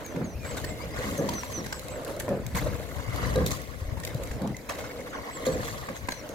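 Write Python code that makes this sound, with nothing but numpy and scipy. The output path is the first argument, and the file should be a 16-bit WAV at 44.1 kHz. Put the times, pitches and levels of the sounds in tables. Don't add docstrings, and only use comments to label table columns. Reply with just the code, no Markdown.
import sys
import numpy as np
from scipy import signal
from scipy.fft import rfft, irfft, next_fast_len
from scipy.io import wavfile
from scipy.ndimage import uniform_filter1d, map_coordinates

SR = 44100
rng = np.random.default_rng(int(sys.argv[2]) if len(sys.argv) > 2 else 0)


def digitize_waveform(pressure):
    field = np.atleast_2d(pressure).T
    bounded = np.clip(field, -1, 1)
    quanta = np.round(bounded * 32767).astype(np.int16)
    wavfile.write(sys.argv[1], SR, quanta)


N = 279974
TIME = np.arange(N) / SR


def amp(db):
    return 10 ** (np.asarray(db) / 20)


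def unit(x):
    return x / np.sqrt(np.mean(x ** 2) + 1e-20)


def curves(rows):
    s, *columns = np.transpose(rows)
    return [np.interp(TIME, s, column) for column in columns]


def read(points, hz):
    f, value = np.transpose(points)
    return np.interp(np.log(hz + 1), np.log(f + 1), value)


def add(mix, s, sound):
    part = mix[..., max(round(s * SR), 0):][..., :sound.shape[-1]]
    part += sound[..., :part.shape[-1]]


def colour(x, spectrum):
    size = next_fast_len(x.shape[-1])
    gain = amp(read(spectrum, np.fft.rfftfreq(size, 1 / SR)))
    shaped = irfft(rfft(x, size) * gain, size)
    return unit(shaped[..., :x.shape[-1]])


# frequency in Hz, correlation from 0 to 1.
LIKENESS = [(60, 1), (250, 0.84), (600, 0.93), (1200, 0.3), (2500, 0.02), (6000, 0.012), (15000, 0.11)]


def pair(x):
    size = next_fast_len(N)
    a, b = rfft(x, size)
    same = np.clip(read(LIKENESS, np.fft.rfftfreq(size, 1 / SR)), -1, 1)
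    right = same * a + np.sqrt(1 - same ** 2) * b
    return irfft(np.array([a, right]), size)[:, :N]


def wander(per_s):
    return unit(np.interp(TIME * per_s, np.arange(4000), rng.standard_normal(4000)))


def hiss():
    return rng.standard_normal((2, N))


def gurgle(x, depth_db):
    z = signal.stft(x, nperseg=512)[2]
    patches = rng.standard_normal(z.shape[1:])
    patches = uniform_filter1d(patches, size=5, axis=0)
    patches = uniform_filter1d(patches, size=4, axis=1)
    return unit(signal.istft(z * amp(depth_db * unit(patches)), nperseg=512)[1][:, :N])


def swell(peak_s, rise_s, fall_s, edge=1):
    distance = np.maximum((peak_s - TIME) / rise_s, (TIME - peak_s) / fall_s)
    return np.exp(-distance ** edge)


def together(gains):
    return np.sqrt(np.sum(np.square(gains), axis=0))


def ring(modes, t, detune=0):
    out = 0
    for hz, db, t60 in modes:
        mode_hz = hz * (1 + detune * rng.standard_normal())
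        out = out + amp(db - 60 * t / t60) * np.sin(2 * np.pi * mode_hz * t + rng.random())
    return out


# frequency in Hz, relative level in dB per Hz.
AIR = [(18, -42), (30, -23), (121, -9), (364, -3.5), (540, -3.5), (760, -24), (1130, -30), (1320, -19),
       (2060, -11), (3400, -19), (6380, -21.5), (9710, -25.5), (13000, -22), (16000, -27)]


def air():
    return amp(-50.5) * colour(gurgle(pair(hiss()), depth_db=4.5), AIR)


# frequency in Hz, relative level in dB per Hz.
WIND = [(15, -45), (35, -16), (62, -3), (85, -7), (125, -6), (180, -15), (300, -22), (700, -41),
        (3000, -62)]
# time in seconds, relative level in dB, left minus right in dB.
BREEZE = [(0.0, -54.5, -27), (0.45, -35.5, 10), (1.35, -37.5, -0.5), (2.1, -41.5, 2), (2.48, -35, 3),
          (2.62, -26.5, 1.5), (2.85, -46.5, 30.5), (3.43, -22.5, -3.5), (3.66, -50, 28.5), (3.87, -38.5, 8),
          (4.3, -34.5, 4), (4.8, -48, 12), (5.3, -56, 24), (5.55, -35.5, 1), (6.35, -54, 24)]
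# start in seconds, relative level in dB, frequency in Hz.
BUFFETS = [(0.353, -22.5, 67), (2.545, -19, 176), (2.677, -24, 101), (3.091, -21.5, 87), (3.374, -16, 133),
           (3.419, -30, 68), (3.817, -21, 83.7), (3.854, -24, 48.1), (3.881, -22, 56.6), (3.921, -25, 70.4),
           (4.149, -17.5, 125), (4.305, -19, 64.7), (5.598, -28, 107)]


def breeze(level_db=-2, lump_db=2.5, buffet_db=-4, buffet_s=0.0058):
    level, side = curves(BREEZE)
    lumps = amp(lump_db * np.array([wander(25), wander(25)]))
    eddies = colour(hiss() + 1.06 * rng.standard_normal(N), WIND) * lumps
    out = unit(eddies) * amp(level + level_db + np.array([side, -side]) / 2)
    t = TIME[:SR // 10]
    for s, db, hz in BUFFETS:
        push = t / buffet_s * np.exp(1 - t / buffet_s) * np.sin(2 * np.pi * hz * t)
        add(out, s, amp(db + buffet_db) * push * np.array([[1.15], [.8]]))
    return out


# time into the note in seconds, pitch in Hz before waver,
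# relative level in dB.
SLUR = [(0, 6780, -5), (.012, 6620, -2), (.04, 6200, -3), (.072, 6030, 0), (.098, 5830, -1),
        (.116, 5330, -10)]
ARCH = [(0, 6500, -9), (.01, 7450, -3), (.024, 7920, -2), (.046, 7980, -1), (.068, 7680, 0),
        (.085, 7100, -6)]
FLICK = [(0, 6700, -14), (.02, 6520, -6), (.04, 6180, 0), (.052, 5950, -10)]
WHISTLE = [(0, 2400, -12), (.015, 2440, -1), (.045, 2420, 0), (.065, 2280, -2), (.085, 2170, -9)]
LOW_SLUR = [(0, 6600, -20), (.022, 6300, -13), (.042, 6110, -3), (.066, 6000, 1), (.086, 5910, 1),
            (.1, 5700, -4), (.117, 5220, -15)]
LOW_WHISTLE = [(0, 2200, -7), (.02, 2280, 0), (.045, 2330, 0), (.06, 2300, -8)]
RISE = [(0, 4550, -8), (.025, 4900, 0), (.05, 5300, -8)]
LOW_CALL = [(0, 2050, -8), (.02, 2200, 0), (.045, 2430, -6)]
HIGH_CALL = [(0, 2300, -6), (.02, 2520, 0), (.05, 2880, -6)]
HELD_WHISTLE = [(0, 2100, -8), (.015, 2100, 0), (.06, 2090, -1), (.13, 2180, -7)]
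# start in seconds, relative level in dB, fade over the note in dB, shape.
NOTES = [(0.043, -37, 23, SLUR), (0.24, -45.5, 9, SLUR), (0.447, -39, 3, ARCH), (0.636, -50, -7, ARCH),
         (1.153, -42.5, -6, FLICK), (1.307, -35, -2, LOW_SLUR), (1.497, -35.5, -4, LOW_SLUR),
         (1.711, -46.5, -1, ARCH), (1.895, -42.5, 7, ARCH), (5.092, -50.5, 10, SLUR),
         (5.293, -49.5, -13, ARCH), (5.476, -55, -13, ARCH), (5.955, -40, 12, FLICK),
         (6.098, -47.5, -5, SLUR), (6.292, -56.5, -12, SLUR), (.04, -52, 2, LOW_WHISTLE),
         (0.392, -49, -8, WHISTLE), (.698, -43.5, 12, HELD_WHISTLE), (.8, -48, 2, RISE),
         (.91, -48, -1, RISE), (0.0, -54, 7, HIGH_CALL), (.335, -52, 0, HIGH_CALL),
         (.505, -52, 2, HIGH_CALL), (.795, -41, 7, LOW_CALL)]


def birds(level_db=-2, twinkle_db=3.5, waver=0.0046, echo_s=.107, echo_db=-21):
    song, tremble = np.zeros(N), 1 + waver * wander(460)
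    for s, db, fade_db, shape in NOTES:
        age, hz, level = np.transpose(shape)
        t = np.arange(0, age[-1], 1 / SR)
        pitch = np.interp(t, age, hz) * np.roll(tremble, -round(s * SR))[:len(t)]
        gain = amp(db + level_db + np.interp(t, age, level) - fade_db * t / age[-1])
        gain = gain * signal.windows.tukey(len(t), .1)
        add(song, s, gain * np.sin(2 * np.pi * np.cumsum(pitch) / SR))
    add(song, echo_s, amp(echo_db) * song)
    return song * amp(twinkle_db * np.array([wander(45), wander(38)]))


def banks(x, t60=0.3, first_s=0.011):
    t = TIME[:SR // 2]
    sparse = rng.random((2, len(t))) < .05
    taps = rng.standard_normal((2, len(t))) * sparse * amp(-60 * t / t60) * (t > first_s)
    return pair(signal.fftconvolve(x, taps / np.linalg.norm(taps[0]), axes=1)[:, :N])


# catch in seconds, finish in seconds, churn of the catch in dB, of the drive in dB,
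# of the wash in dB, time to settle in seconds, spray over churn in dB, relative level of the seats in dB.
STROKES = [(0.454, 1.198, -43.5, -40, -42.5, 0.5, -5.5, -39),
           (2.547, 3.389, -42, -33.5, -44, 0.29, -7.5, -40), (4.686, 5.503, -43, -43, -38.5, 0.35, -9, -39)]
STROKE_S = 2.215
SLIDE_EDGE = 1.76


def sliding(lead_s=0.44, rise_s=0.41, fall_s=0.2):
    catches = [stroke[0] for stroke in STROKES]
    catches.append(catches[-1] + STROKE_S)
    return together([swell(s - lead_s, rise_s, fall_s, SLIDE_EDGE) for s in catches])


def sweep(x, share=1, linger_s=0.429, swing_s=0.34):
    ahead_ms, astern_ms = 0.012, 0.25
    path = []
    for catch_s, finish_s, *_ in STROKES:
        path += [(catch_s, ahead_ms), (finish_s, astern_ms)]
        path += [(finish_s + linger_s, astern_ms), (finish_s + linger_s + swing_s, ahead_ms)]
    lead_ms, = curves(path)
    late = np.arange(N) - share * lead_ms * SR / 1000
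    return np.array([x[0], map_coordinates(x[1], [late], order=3)])


def passing(x, nearest_s=2.8, near_for_s=0.22, above_hz=9500):
    high_pass = signal.butter(2, above_hz, "high", fs=SR, output="sos")
    return x + swell(nearest_s, near_for_s, near_for_s) * signal.sosfiltfilt(high_pass, x)


def rolling():
    slide_db, drive_db, drive_edge, stop_db = -44, -43, 4, 2.0
    push_lag_s, push_rise_s, push_fall_s = 0.1, 0.15, 0.14
    stop_rise_s, stop_share = 0.1, 0.73
    gains = [amp(slide_db) * sliding()]
    for catch_s, finish_s, *_, settle_s, _, seat_db in STROKES:
        half_s = (finish_s - catch_s) / 2
        gains.append(amp(seat_db) * swell(catch_s + push_lag_s, push_rise_s, push_fall_s))
        gains.append(amp(drive_db) * swell(catch_s + half_s, half_s, half_s, drive_edge))
        gains.append(amp(seat_db + stop_db) * swell(finish_s, stop_rise_s, stop_share * settle_s))
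    return together(gains)


# time of the peak in seconds, level in dB.
SLIDES = [(0.0, -47), (2.1, -36.5), (4.13, -41.5), (6.33, -41.5)]
# frequency in Hz, relative level in dB per Hz.
ROLL = [(70, -6), (130, -8), (200, -1.5), (290, 4), (380, -6), (470, 7), (540, 5), (620, 1), (790, -9.5),
        (1500, -30), (4000, -70)]
# frequency in Hz, relative level in dB per Hz.
WHEELS = [(100, -16), (300, -8), (400, -10), (500, -3.5), (610, -1), (760, -17), (1500, -20), (4000, -69)]


def seats(judder_db=2.0, hum_rise_s=0.19, hum_fall_s=0.2):
    hum = together([amp(db) * swell(s, hum_rise_s, hum_fall_s, SLIDE_EDGE) for s, db in SLIDES])
    rumble = rolling() * colour(pair(hiss()), ROLL)
    return amp(judder_db * wander(40)) * (rumble + hum * colour(pair(hiss()), WHEELS))


def bubbles(low_hz, high_hz, per_s, cycles, spread_db, count=20):
    out = np.zeros((2, N))
    for hz in np.geomspace(low_hz, high_hz, count):
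        age = np.arange(int(6 * cycles * SR / hz)) * hz / SR / cycles
        phase = rng.normal(0, 1.0, (2, 1))
        envelope = np.exp(-age) * (1 - np.exp(-8 * age))
        ping = envelope * np.sin(2 * np.pi * cycles * age * (1 + 0.011 * age) + phase) * np.sqrt(hz)
        where = rng.integers(0, N, round(per_s / count * N / SR))
        size = amp(spread_db * np.minimum(rng.exponential(1, len(where)), 3.5))
        places = (where[:, None] + np.arange(len(age))).ravel()
        out += [np.bincount(places, np.outer(size, p).ravel(), minlength=N)[:N] for p in ping]
    return unit(out)


def stirring():
    run_db, run_spray_db, drive_spray_db, wash_spray_db = -47.0, -56, -4.5, 3
    catch_lag_s, catch_rise_s, catch_fall_s = 0.062, 0.095, 0.68
    drive_lead_s, drive_rise_s, drive_fall_s = 0.13, 0.18, 0.15
    wash_lag_s, wash_rise_s = 0.13, 0.24
    run = sliding()
    churn, spray = [amp(run_db) * run], [amp(run_spray_db) * run]
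    for catch_s, finish_s, catch_db, drive_db, wash_db, settle_s, spray_db, _ in STROKES:
        catch = amp(catch_db) * swell(catch_s + catch_lag_s, catch_rise_s, catch_fall_s)
        drive = amp(drive_db) * swell(finish_s - drive_lead_s, drive_rise_s, drive_fall_s)
        wash = amp(wash_db) * swell(finish_s + wash_lag_s, wash_rise_s, settle_s)
        churn += [catch, drive, wash]
        thrown = together([catch, amp(drive_spray_db) * drive, amp(wash_spray_db) * wash])
        spray.append(amp(spray_db) * thrown)
    return together(churn), together(spray)


# start in seconds, relative level of the spray in dB,
# relative level of the slap in dB, decay in seconds.
SPLASHES = [(0.441, -45, -41, 0.049), (0.568, -28.5, -34, 0.015), (0.959, -39, -37.5, 0.078),
            (2.546, -29.5, -32.5, 0.023), (2.57, -25, -28.5, 0.01), (2.611, -59, -39, 0.0087),
            (2.669, -52, -32, 0.0093), (3.462, -19, -46, 0.01), (3.505, -33, -37, 0.026),
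            (4.689, -29.5, -33.5, 0.021), (4.781, -34, -38, 0.021), (4.839, -41, -38, 0.013),
            (5.13, -80, -42, 0.095), (5.451, -27, -36.5, 0.023), (5.604, -47, -37, 0.014),
            (5.63, -40, -70, 0.056), (5.677, -33, -36, 0.013)]
# frequency in Hz, relative level in dB per Hz.
CHURN = [(300, -12), (600, 4.5), (800, -3.5), (1050, 3.5), (1350, -1.5), (1700, 0.5), (2200, 2),
         (2400, -14), (3300, -13), (4100, -17), (6000, -8.5), (14000, -49)]
# frequency in Hz, relative level in dB per Hz.
SPRAY = [(1200, -14), (2400, 4), (3300, 1.5), (4100, 6), (5200, -1), (6700, 5.5), (8500, 0), (10200, -1.5),
         (12500, 2), (14500, -5.5), (16000, -7)]


def water(crackle_db=-4, lap_db=1.74, burst_db=-8, rise_s=0.004, plink_db=-13):
    churning, spraying = stirring()
    churn_gain = churning * amp(lap_db * wander(60))
    spray_gain = spraying * amp(lap_db * wander(90))
    t = TIME[:SR // 4]
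    for s, high_db, low_db, decay_s in SPLASHES:
        burst = (1 - np.exp(-t / rise_s)) * np.exp(-t / max(decay_s, .002))
        add(churn_gain, s, amp(low_db) * burst)
        add(spray_gain, s, amp(high_db + burst_db) * burst)
    churn = unit(pair(hiss())) + amp(-2) * bubbles(600, 3500, 2000, 3.5, 3.2)
    drops = amp(-3) * bubbles(2500, 14500, 1600, 7, 3.5)
    crackle = amp(crackle_db) * bubbles(5100, 17000, 350, 0.11, 3.6, count=10)
    spray = unit(pair(hiss())) + drops + crackle
    churn, spray = gurgle(churn, depth_db=2.3), gurgle(spray, depth_db=3)
    plinks = amp(plink_db) * bubbles(2370, 5110, 450, 13, 1.17, count=24)
    return (colour(churn, CHURN) + plinks) * churn_gain + colour(spray, SPRAY) * spray_gain


# start in seconds, length in seconds,
# relative level of the first drops in dB, fade over the cluster in dB.
SPATTERS = [(0.567, .016, -31, 6), (2.073, 0.052, -39, 1), (2.566, .03, -28.5, 11), (1.021, 0.17, -39, 0),
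            (3.13, .12, -43, 5.5), (3.4625, .004, -15.5, 2), (3.471, .016, -31, 5), (3.507, 0.016, -23, 4),
            (3.531, .045, -33.5, 5), (4.221, 0.14, -43, 4), (4.771, 0.045, -43, 10)]


def spatters(level_db=-4, drops_per_s=450, spread_db=1.5, drop_s=0.00039):
    energy, t = np.zeros(N), TIME[:SR // 50]
    tick = t / drop_s * np.exp(1 - t / drop_s)
    for s, length_s, db, fade_db in SPATTERS:
        place, size = rng.random(200), rng.standard_normal(200)
        count = int(np.clip(length_s * drops_per_s + 1, 2, 200))
        for k in range(count):
            turn = (k + place[k] * (k > 0)) / count
            drop_db = db + level_db - fade_db * turn + spread_db * np.clip(size[k], -2, 1)
            add(energy, s + turn * length_s, (amp(drop_db) * tick) ** 2)
    return np.sqrt(energy) * colour(gurgle(pair(hiss()), depth_db=4.5), SPRAY)


def small_drips(count=6):
    drips = []
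    for _, finish_s, *_ in STROKES:
        for _ in range(count):
            drips.append((finish_s + rng.uniform(0.54, 1.1), -29.5 + 1.5 * rng.standard_normal()))
    return drips


# start in seconds,
# relative level of the scuff in dB, of the ring in dB, pitch of the ring in Hz, relative treble in dB,
# time to full contact in seconds.
CLACKS = [(0.158, -38, -40, 960, -53, 0.0058), (0.641, -37, -32.5, 1820, -36.5, 0.0062),
          (1.288, -35, -23, 960, -32.5, .004), (1.381, -38, -31, 1370, -57, 0.0034),
          (1.433, -26, -29.5, 985, -41, 0.0016), (1.66, -36.5, -41, 1940, -38, 0.0051),
          (1.724, -32.5, -31, 1552, -33, 0.0046), (2.012, -58, -46, 890, -57, 0.0014),
          (2.202, -34, -33, 1770, -44, 0.0056), (2.28, -35, -30, 990, -52, 0.0018),
          (2.55, -31.5, -35, 2180, -44, 0.006), (2.662, -39, -36, 1040, -50, 0.0013),
          (2.732, -41, -38.5, 1640, -64, 0.0036), (2.983, -38, -44, 910, -50, .0015),
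          (3.357, -42, -32, 3900, -33, 0.0028), (3.971, -42, -34, 915, -54, 0.0061),
          (4.034, -37.5, -36, 1870, -41, .004), (4.073, -38, -34, 2080, -37, 0.0035),
          (4.31, -36.5, -55, 2060, -45, 0.0055), (4.545, -52, -34, 2050, -56, .004),
          (4.695, -36, -28, 1150, -37, 0.0028), (4.988, -41, -47, 1010, -56, 0.0016),
          (5.463, -37, -33, 4300, -36, 0.0036), (5.885, -33, -30.5, 1140, -51, 0.0049),
          (6.085, -25.5, -25.5, 1000, -34.5, 0.004), (6.119, -31.5, -29, 4160, -32.5, 0.0043)]
# start in seconds, relative level in dB.
DRIPS = [(0.063, -28.5), (1.178, -24), (1.337, -26), (1.7944, -25.5), (2.1994, -17.5), (2.465, -25),
         (3.16, -25.5), (3.617, -30), (4.05, -18), (4.235, -31), (4.273, -32), (4.5673, -27.5)]
# frequency in Hz, relative level in dB per Hz.
CLACK_BODY = [(300, 6.5), (700, 8), (1000, 4), (1300, -10), (1550, 8), (2050, 4.5), (2500, 0), (3300, -14),
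              (4200, -13), (5000, -16), (8000, -17), (14000, -36)]
# frequency in Hz, relative level in dB per Hz.
GRIT = [(1800, -6), (3500, 3.5), (7500, 3), (9500, -6.5), (15000, -6)]


def clacks(ring_db=1, ring_t60=0.027, ring_rise_s=0.0017, treble_gain_db=1, drip_db=-7, drip_decay_s=0.0029):
    scuffs, rings, grit, ticks = np.zeros((4, N))
    t = TIME[:SR // 10]
    for s, scuff_db, part_db, hz, treble_db, contact_s in CLACKS:
        contact = t / contact_s * np.exp((1 - (t / contact_s) ** 2) / 2)
        add(scuffs, s, amp(scuff_db) * contact)
        part = ring([(hz, part_db + ring_db, ring_t60)], t)
        add(rings, s, 2 * (1 - np.exp(-t / ring_rise_s)) * part)
        add(grit, s, amp(treble_db + treble_gain_db) * contact)
    for s, db in DRIPS + small_drips():
        add(ticks, s, amp(db + drip_db) * np.exp(-t / drip_decay_s))
    noise = gurgle(pair(hiss()), depth_db=4)
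    body = colour(rng.standard_normal(N) + 1.95 * hiss(), CLACK_BODY)
    return rings + scuffs * body + grit * colour(noise, GRIT) + ticks * colour(noise, SPRAY)


# start in seconds, count of blows, length in seconds,
# relative ring of gate and shaft in dB, its fade over the volley in dB, relative boom of the hull in dB,
# pitch of the shaft in Hz at the first blow, before detuning.
KNOCKS = [(0.163, 2, 0.02, -26, -1, -22, 475), (0.206, 4, 0.039, -22, 16, -22.5, 488),
          (0.989, 2, 0.015, -20, 7, -43, 516), (1.042, 3, 0.08, -32.5, -6, -25.5, 546),
          (1.187, 6, 0.14, -14, 20, -22, 538), (1.579, 2, 0.031, -24, 3.5, -26, 530),
          (2.014, 1, 0, -26.5, 0, -41, 585), (2.279, 1, 0.039, -18.5, 3, -25.5, 594),
          (2.298, 6, 0.088, -18.5, 6.5, -23, 549.4), (2.661, 1, 0.059, -19, 0, -35, 607),
          (2.983, 1, 0, -24, 0, -58, 559), (3.173, 4, 0.093, -29, -5, -31.5, 556),
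          (3.356, 1, 0.017, -11.5, 0, -21.5, 520), (3.376, 5, 0.085, -12.5, 14, -24, 518),
          (4.414, 5, 0.076, -22, 8.5, -21, 490), (4.988, 1, 0.066, -24.5, 21, -39, 527),
          (5.467, 1, 0.06, -11.5, -2, -27, 516), (5.488, 4, 0.11, -21.5, 1, -26.5, 530),
          (5.896, 1, 0, -22.5, 0, -30, 517), (6.087, 1, 0.027, -27, 0, -48, 520)]


def blows(straggle=1.25, boom_fade_db=3.5, jitter_s=0.00204, pitch_sag=.035):
    for s, count, length_s, ring_db, fade_db, boom_db, hz in KNOCKS:
        for turn in np.linspace(0, 1, round(count)):
            late = length_s * turn ** straggle + jitter_s * rng.standard_normal() * (turn > 0)
            yield s + late, ring_db - fade_db * turn, boom_db - boom_fade_db * turn, hz * (1 - pitch_sag * turn)


# frequency in Hz before scaling to the shaft's pitch, relative level in dB,
# t60 in seconds for a firm blow, before that scaling.
GATE_MODES = [(525.5, -3, 0.11), (459, -9, 0.083), (583, -2, 0.02), (1033, -25, 0.077), (1197, -26, 0.13),
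              (1658, -21.5, 0.075), (1960, -51, 0.065)]
# mean frequency in Hz, relative level in dB, t60 in seconds.
HULL_MODES = [(137.6, 0, 0.086), (193.4, -2, 0.16), (243, 1, 0.058), (285.6, -8, 0.14), (337, -20, 0.034)]
# frequency in Hz, relative level in dB per Hz.
RATTLE = [(100, -11), (250, 16), (600, 7), (900, -1), (2000, -9), (3000, -21), (5000, -21), (12000, -73)]


def knocks():
    gate_db, hull_db, rattle_db, turn_db = 2, 4, -8, -12
    give_s, rattle_decay_s, turn_rise_s, turn_fall_s = 0.0058, 0.01, 0.058, 0.071
    firm_db, damping = -19, 9
    gates, hull, shake = np.zeros((3, N))
    t = TIME[:SR // 4]
    contact = 1 - np.exp(-t / give_s)
    for s, ring_db, boom_db, hz in blows():
        soft = np.clip(firm_db - ring_db, 0, 10)
        shaft = ring(GATE_MODES, t * hz / GATE_MODES[0][0], detune=0.015 + 0.0072 * soft)
        add(gates, s, amp(ring_db + gate_db) * contact * shaft * np.exp(-damping * soft * t))
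        add(hull, s, amp(boom_db + hull_db) * contact * ring(HULL_MODES, t, detune=0.096) / 2)
        rattle = contact * np.exp(-t / rattle_decay_s)
        add(shake, s, amp((ring_db + boom_db) / 2 + rattle_db) * rattle)
    turning = together([amp(boom_db + turn_db) * swell(s + length_s / 2, turn_rise_s, turn_fall_s)
                        for s, _, length_s, _, _, boom_db, _ in KNOCKS])
    noise = colour(gurgle(pair(hiss()), depth_db=4), RATTLE)
    return gates + hull + together([shake, turning]) * noise


def scene():
    song, thuds, clicks = birds(), knocks(), clacks() + spatters()
    blades = sweep(passing(clicks + water()))
    hull = sweep(thuds + seats(), share=0.57)
    reflections = amp(-8.5) * banks(thuds + clicks) + amp(-13.5) * banks(song, t60=0.87)
    return air() + breeze() + song + reflections + blades + hull


def record(dry):
    low_pass = signal.firwin(511, 15950, window=("kaiser", 9), fs=SR)
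    return signal.oaconvolve(dry, low_pass[None], "same")


dry = scene()
out = record(dry)
digitize_waveform(out)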